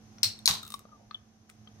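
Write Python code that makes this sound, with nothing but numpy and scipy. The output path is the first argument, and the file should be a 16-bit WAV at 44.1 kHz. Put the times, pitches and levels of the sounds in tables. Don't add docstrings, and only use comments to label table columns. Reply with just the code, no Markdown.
import sys
import numpy as np
from scipy import signal
from scipy.fft import rfft, irfft, next_fast_len
from scipy.io import wavfile

SR = 44100
rng = np.random.default_rng(int(sys.argv[2]) if len(sys.argv) > 2 else 0)


def voltage_ratio(decibels):
    exponent = np.asarray(decibels, float) / 20
    return 10 ** exponent


def bounce(signal):
    frames = np.transpose(np.atleast_2d(signal))
    limited = np.clip(frames, -1, 1)
    pcm = np.round(limited * 32767).astype(np.int16)
    wavfile.write(sys.argv[1], SR, pcm)


N = 79380
T = np.arange(N) / SR


def rms_one(x):
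    return x / np.sqrt(np.mean(x ** 2) + 1e-20)


def at_hz(points, hz):
    table_hz, value = np.transpose(points)
    return np.interp(np.log(hz), np.log(table_hz), value)


def drift(rate):
    step = 40
    r = np.exp(-2 * np.pi * rate * step / SR)
    slow = signal.lfilter([1], [1, -2 * r, r * r], rng.standard_normal(N // step + 2002))[2000:]
    return np.interp(np.arange(N) / step, np.arange(len(slow)), rms_one(slow))


def fade(s, t60, rise=1e-4):
    t = np.maximum(T - s, 0)
    return (1 - np.exp(-t / rise)) * voltage_ratio(-60 * t / t60)


def arch(start, end):
    return np.sin(np.pi * np.clip((T - start) / (end - start), 0, 1)) ** .5


def ring(s, hz, db, t60, rise=1e-4):
    out = np.zeros(N)
    first = int(s * SR) + 1
    t = T[first:first + int(2 * t60 * SR)] - s
    loudness = (1 - np.exp(-t / rise)) * voltage_ratio(db - 60 * t / t60)
    out[first:first + len(t)] = loudness * np.sin(2 * np.pi * hz * t)
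    return out


def bands(spectrum, peaks, alike, shape):
    hz = np.maximum(np.fft.rfftfreq(N, 1 / SR), 1)
    db = at_hz(spectrum, hz)
    for top, width, gain in peaks:
        db = db + gain / (1 + (2 * (hz - top) / width) ** 2)
    low, high = spectrum[0][0], spectrum[-1][0]
    colour = voltage_ratio(db) * (hz > low) * (hz < high)
    white = rfft(rng.standard_normal((2, N))) * colour / np.sqrt(np.mean(colour ** 2))
    place = 3 * np.log2(hz)
    out = 0
    for k in range(int(3 * np.log2(low)), int(3 * np.log2(high)) + 2):
        centre = 2 ** (k / 3)
        mid, side = irfft(white * np.clip(1 - abs(place - k), 0, 1), N)
        c = np.clip(alike(centre), -1, 1)
        stereo = np.sqrt(1 + c) * mid + np.sqrt(1 - c) * side * [[1], [-1]]
        out = out + shape(centre) * stereo
    return out


def pan(x, db):
    return np.array([x * voltage_ratio(db / 2), np.roll(x, 7) * voltage_ratio(-db / 2)])


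def half_alike(hz):
    return .6


# [t/s, level/dB]
RECORDER_GAIN = [(0, -2.5), (.2, 0.5), (.6, -1), (.85, -5), (1.45, -7), (1.75, -2.5), (1.8, -1.5)]
# [f/Hz, level/dB per Hz]
RUMBLE_COLOUR = [(15, -68), (25, -21), (103, -7), (154, -12), (217, -11), (245, -13), (620, -24.5),
                 (757, -15.5), (1000, -43), (1300, -69.5), (2200, -120)]
HISS_COLOUR = [(800, -10), (1000, -6), (2300, -13), (4600, -14.5), (5600, -9), (6900, -21), (7600, -25),
               (12600, -23), (14500, -46.5)]
# [f/Hz, level/dB, waver/dB]
HUM = [(107.9, -62.5, 6.5), (215, -59, 2)]
# [f/Hz, likeness from -1 to 1]
LIKENESS = [(60, 1), (380, 0.73), (2380, -0.15), (15000, -0.23)]
# [f/Hz, level/dB]
BALANCE = [(60, -2.5), (380, -4.5), (2380, 2.5), (15000, -2.5)]


def background():
    def alike(hz):
        return at_hz(LIKENESS, hz)

    def tilt(hz):
        return voltage_ratio(at_hz(BALANCE, hz) * np.array([[.5], [-.5]]))

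    rumble = voltage_ratio(-61) * bands(RUMBLE_COLOUR, [], alike, tilt)
    hiss = voltage_ratio(-67.5) * bands(HISS_COLOUR, [], alike, tilt)
    hum = 0
    for hz, db, waver_db in HUM:
        loudness = voltage_ratio(db + 3.5 + waver_db * drift(18))
        hum = hum + tilt(hz) * loudness * np.sin(2 * np.pi * hz * T + 1.63 * drift(0.98))
    whine_hz, whine_width_hz, throb_hz = 6200, 600, 36
    flat = [(whine_hz - 1500, -30), (whine_hz + 1500, -30)]
    whine = bands(flat, [(whine_hz, whine_width_hz, 20)], alike, tilt)
    throb_db = 2.5 * np.sin(2 * np.pi * throb_hz * T + 3 * drift(3.1))
    gain = voltage_ratio(np.interp(T, *np.transpose(RECORDER_GAIN)))
    return gain * (rumble + hiss + hum + voltage_ratio(-73 + throb_db) * whine)


def room(x):
    t60_s, wall_cut_hz, level_db = 0.52, 8800, -18
    size = next_fast_len(N + SR // 2)
    w = 2 * np.pi * np.fft.rfftfreq(size)
    lags = (rng.uniform(.004, .022, (2, 8, 1)) * SR).astype(int)
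    dull = np.exp(-2 * np.pi * wall_cut_hz / SR)
    walls = (1 - dull) / (1 - dull * np.exp(-1j * w))
    loops = voltage_ratio(-60 * lags / SR / t60_s) * np.exp(-1j * w * lags) * walls
    echoes = (loops / (1 - loops)).sum(axis=1)
    return voltage_ratio(level_db) * irfft(rfft(x, size) * echoes, size)[:, :N]


TAB_HZ, TAB_PAN_DB = 3745, 5
# [start t/s, end t/s, start f/Hz, end f/Hz]
WHISTLE = (.905, .972, 1275, 1150)


def whistle():
    start, end, from_hz, to_hz = WHISTLE
    hz = np.interp(T, [start, end], [from_hz, to_hz])
    tone = np.sin(2 * np.pi * np.cumsum(hz) / SR)
    return pan(voltage_ratio(-57.5 + 3.7 * drift(41.2)) * arch(start, end) * tone, TAB_PAN_DB)


# [start t/s, end t/s, level/dB]
RUB = (0.79, 1.07, -72)


def rub():
    start, end, db = RUB
    loudness = voltage_ratio(db + 5.1 * drift(28)) * arch(start, end)
    return bands([(400, 0.0023), (950, 0.0000064)], [], half_alike, lambda hz: loudness)


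# [start t/s, end t/s, level/dB]
LEAK = (0.62, 0.782, -64.5)
# [f/Hz, level/dB per Hz]
LEAK_COLOUR = [(2500, 4), (6000, -10), (8500, -4), (16000, 5)]


def leak():
    start, end, db = LEAK
    loudness = voltage_ratio(db + 5.1 * drift(28)) * arch(start, end)
    return bands(LEAK_COLOUR, [(TAB_HZ, 250, 21)], half_alike, lambda hz: loudness)


# [t/s, body level/dB, body t60/s, air space f/Hz, air space level/dB]
TAPS = [
    (0.1837, -51, 0.014, 1130, -75),
    (0.853, -67, 0.02, 1204, -51),
    (0.89, -70, 0.016, 1315, -56.5),
    (1.1100, -43.5, 0.016, 1190, -39),
    (1.1103, -63.5, 0.047, 1275, -41),
    (1.496, -58, 0.044, 1284, -50),
    (1.6724, -59.5, 0.035, 1233, -54.5),
]
# [f/Hz, level/dB per Hz]
TAP_COLOUR = [(850, -12), (1300, 0), (2700, -10), (4400, -4), (5600, -20), (12000, -50)]


def taps():
    body = sum(voltage_ratio(db) * fade(s, t60, .0004) for s, db, t60, *_ in TAPS)
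    return bands(TAP_COLOUR, [], half_alike, lambda hz: body)


# [t/s, crack level/dB, air space f/Hz, air space level/dB, tab ring level/dB]
TICKS = [(0.3903, -45, 1230, -76, -45), (0.6300, -41.5, 1260, -42, -35), (0.6324, -43, 1355, -44.5, -44),
         (0.6512, -46, 1270, -50, -42), (0.665, -48, 1350, -47.5, -43), (0.6785, -40.5, 1233, -47, -40),
         (0.7036, -35.5, 1170, -41.5, -39.5), (0.7214, -38, 1190, -41.5, -36.5),
         (0.7405, -34.5, 1136, -30, -33), (0.7923, -43.5, 1214, -47, -55.5),
         (1.1446, -67, 1240, -51.5, -75), (1.4935, -55, 1300, -71, -76.5), (1.4991, -53, 1270, -70, -75)]
# [t/s, level/dB, t60/s]
PUFFS = [
    (0.7036, -58, .1),
    (.7225, -59, .1),
    (.740, -56, 0.1),
    (0.792, -68.5, 0.098),
    (1.498, -72, 0.21),
]
# [f/Hz, level/dB per Hz]
TICK_COLOUR = [(880, -49.5), (1500, -12), (2500, -12), (3700, -8), (6500, -7.5), (8340, -5), (15100, -11.5),
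               (16500, -24)]
# [f/Hz, width/Hz, level/dB]
TICK_PEAKS = [(8440, 600, 5), (5500, 600, 2.5)]


def ticks():
    loudness = 0
    for s, db, *_ in TICKS:
        loudness = loudness + voltage_ratio(db) * (fade(s, 0.0035) + voltage_ratio(-13) * fade(s, 0.021))
    for s, db, t60 in PUFFS:
        loudness = loudness + voltage_ratio(db) * fade(s, t60, .001)
    return bands(TICK_COLOUR, TICK_PEAKS, half_alike, lambda hz: loudness)


# [t/s, f/Hz, rise/s]
LONE_RINGS = [(.1834, 5600, .0004), (.234, 4330, .005), (.252, 102, .02), (.4642, 5400, .0003),
              (.486, 50, .01), (.492, 95, .015), (.495, 420, .015), (.498, 165, .015), (.7408, 5500, .001),
              (.7405, 3100, .0005), (.8066, 480, .0006), (.8526, 600, .0005), (1.1106, 4150, .0003),
              (1.1446, 3400, .0008), (1.148, 3080, .001), (1.6736, 3180, .0005)]
# [level/dB, t60/s]
LONE_SIZES = [(-42.5, 0.022), (-45.5, 0.5), (-37, 0.22), (-19.5, 0.0091), (-52, 0.1044), (-37.5, 0.17),
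              (-50, 0.3), (-31, 0.13), (-33, 0.015), (-43, 0.02), (-46, 0.012), (-47, 0.014), (-43, 0.022),
              (-28.5, 0.032), (-42, 0.077), (-43.5, 0.035)]
# [t/s, f/Hz, level/dB, t60/s]
PRESS_CLICKS = [
    (1.494, 5500, -45.5, 0.0018),
    (1.4935, 1470, -46.5, 0.011),
    (1.494, 10500, -56, .003),
    (1.4962, 1960, -41.5, .005),
    (1.4989, 2460, -35.5, 0.0038),
    (1.4983, 10910, -48, 0.0039),
    (1.5, 8500, -41.5, 0.01),
    (1.5115, 2200, -49, .006),
]


def rings():
    air_t60_s, tab_t60_s = 0.04, 0.026
    out = 0
    for s, _, air_hz, air_db, tab_db in TICKS:
        out = out + ring(s, air_hz, air_db, air_t60_s, .001) + ring(s, TAB_HZ, tab_db, tab_t60_s)
    for s, _, _, air_hz, air_db in TAPS:
        out = out + ring(s, air_hz, air_db, air_t60_s, .001)
    for (s, hz, rise), (db, t60) in zip(LONE_RINGS, LONE_SIZES):
        out = out + ring(s, hz, db, t60, rise)
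    for click in PRESS_CLICKS:
        out = out + ring(*click)
    return pan(out * voltage_ratio(2.5 * drift(90)), TAB_PAN_DB)


# [t/s, which snap (whole part: 0, 1, 2), level/dB, left-right level/dB]
SLIPS = [(0.2303, 0.17, -19, 7), (.2392, 0, -23, 9.5), (0.2466, 0.15, -17, 2.5), (.2585, 0, -28, 5),
         (.2720, 0, -20.5, 3.5), (.2840, 0, -21, 1), (0.465, 1.05, -9.5, 6), (.4855, 2, -20, 2),
         (0.4905, 2.04, -12, 3.5), (0.4999, 1.9, -15, 2), (0.5111, 2, -17, 3)]


def slips():
    out = 0
    for s, snap, db, pan_db in SLIPS:
        for hz, level_db, t60 in (SEAL_MODES, TEAR_MODES, POP_MODES)[int(snap)]:
            late, detune, spread_db = rng.uniform(0, .0004), rng.normal(1, .03), rng.normal(0, 4)
            mode_db = db + level_db - 4.5 + spread_db
            out = out + pan(ring(s + late, hz * detune, mode_db, t60, 0.00038), pan_db)
    return out


# [f/Hz, level/dB per Hz]
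SEAL_RUSH = [(290, -55.5), (500, -31.5), (1520, -25.5), (2730, -16.5), (3210, -19.5), (4230, -6.5),
             (6860, -20.5), (15100, -24), (16500, -32)]
TEAR_RUSH = [(290, -60), (500, -21), (2980, -25.5), (3710, 1.5), (5350, -6), (6560, -6), (7380, -10.5),
             (15100, -18.5), (16500, -30)]
POP_RUSH = [(210, -50.5), (400, -39), (689, -13), (1030, -10.5), (2200, -14), (3250, -9), (3900, -7),
            (15000, -16), (16500, -34.5)]
# [f/Hz, width/Hz, level/dB]
SEAL_PEAKS = [(4310, 400, 7), (5400, 600, 6), (8050, 900, 9)]
TEAR_PEAKS = [(4940, 1800, 2.3)]
POP_PEAKS = [(1050, 330, 5), (3938, 660, 10), (4700, 310, 2.6), (6300, 617, 5)]
# [f/Hz, times the decay time]
RUSH_LASTS = [(400, 1.5), (1000, 1.4), (2200, 1.196), (4200, 1.237), (6500, 1.1), (12000, 0.87)]


def rushes():
    out = 0
    colours, resonances = (SEAL_RUSH, TEAR_RUSH, POP_RUSH), (SEAL_PEAKS, TEAR_PEAKS, POP_PEAKS)
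    for (s, _, _, db, t60), colour, peaks in zip(SNAPS, colours, resonances):
        def shape(hz):
            lasts = t60 * at_hz(RUSH_LASTS, hz)
            return fade(s, lasts, 0.0012) + voltage_ratio(-21.5) * fade(s, 1.6 * lasts, .001)
        lumps = voltage_ratio(db + drift(120))
        out = out + lumps * bands(colour, peaks, lambda hz: 0.14, shape)
    return out * voltage_ratio([[.5], [-.5]])


# [t/s, peak level/dB, left-right level/dB, rush level/dB, rush t60/s]
SNAPS = [
    (0.2317, 1, 10, -25, 0.19),
    (0.4572, -6.5, 10.5, -21.5, 0.031),
    (0.4764, -3.5, 3.5, -24.5, 0.23),
]
# [f/Hz, level/dB, t60/s]
SEAL_MODES = [(2150, -18.5, 0.0059), (2750, -18, 0.008), (4160, -5.5, 0.0076), (5460, -1.5, 0.0061),
              (6555, -22.5, .008), (8150, -16, .008), (9900, -18, 0.0098), (14800, -12, .005)]
TEAR_MODES = [(2196, -26.5, 0.01212), (4150, -1.5, 0.011), (5160, 0.5, .005), (6430, -5, 0.0075),
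              (8130, -6, 0.0058), (10550, -0.5, .004), (14000, -9.5, 0.0033)]
POP_MODES = [(760, -28.5, 0.0028), (1113, -16, 0.014), (2476, -3, 0.006), (4290, 12, 0.0033),
             (5695, 2.5, 0.0045), (6500, -6, .005), (9200, -7.5, 0.003), (12000, -2, 0.0023),
             (15520, -10.5, .004)]


def snaps():
    out = 0
    for (s, db, pan_db, _, _), modes in zip(SNAPS, (SEAL_MODES, TEAR_MODES, POP_MODES)):
        for hz, level_db, t60 in modes:
            late, spread_db = rng.uniform(0, .0003), rng.normal(0, 2.5)
            struck = ring(s + late, hz, db + level_db - 3.5, t60, 0.00032)
            out = out + pan(struck, pan_db + spread_db)
    return out


def scene():
    tones = whistle() + rings()
    can = rub() + leak() + taps() + ticks() + snaps()
    echo = room((can + voltage_ratio(-11.5) * tones).mean(axis=0))
    return background() + echo + tones + can + slips() + rushes()


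def top_cut(x):
    return signal.sosfilt(signal.butter(12, 17000, fs=SR, output="sos"), x)


def record(dry):
    top, treble_cut_hz = 1.3, 17300
    rounded = dry / (1 + (dry / top) ** 4) ** .25
    low_pass = signal.cheby2(10, 60, treble_cut_hz, fs=SR, output="sos")
    mix = signal.sosfilt(low_pass, rounded)
    return top_cut(mix)


dry = scene()
out = record(dry)
bounce(out)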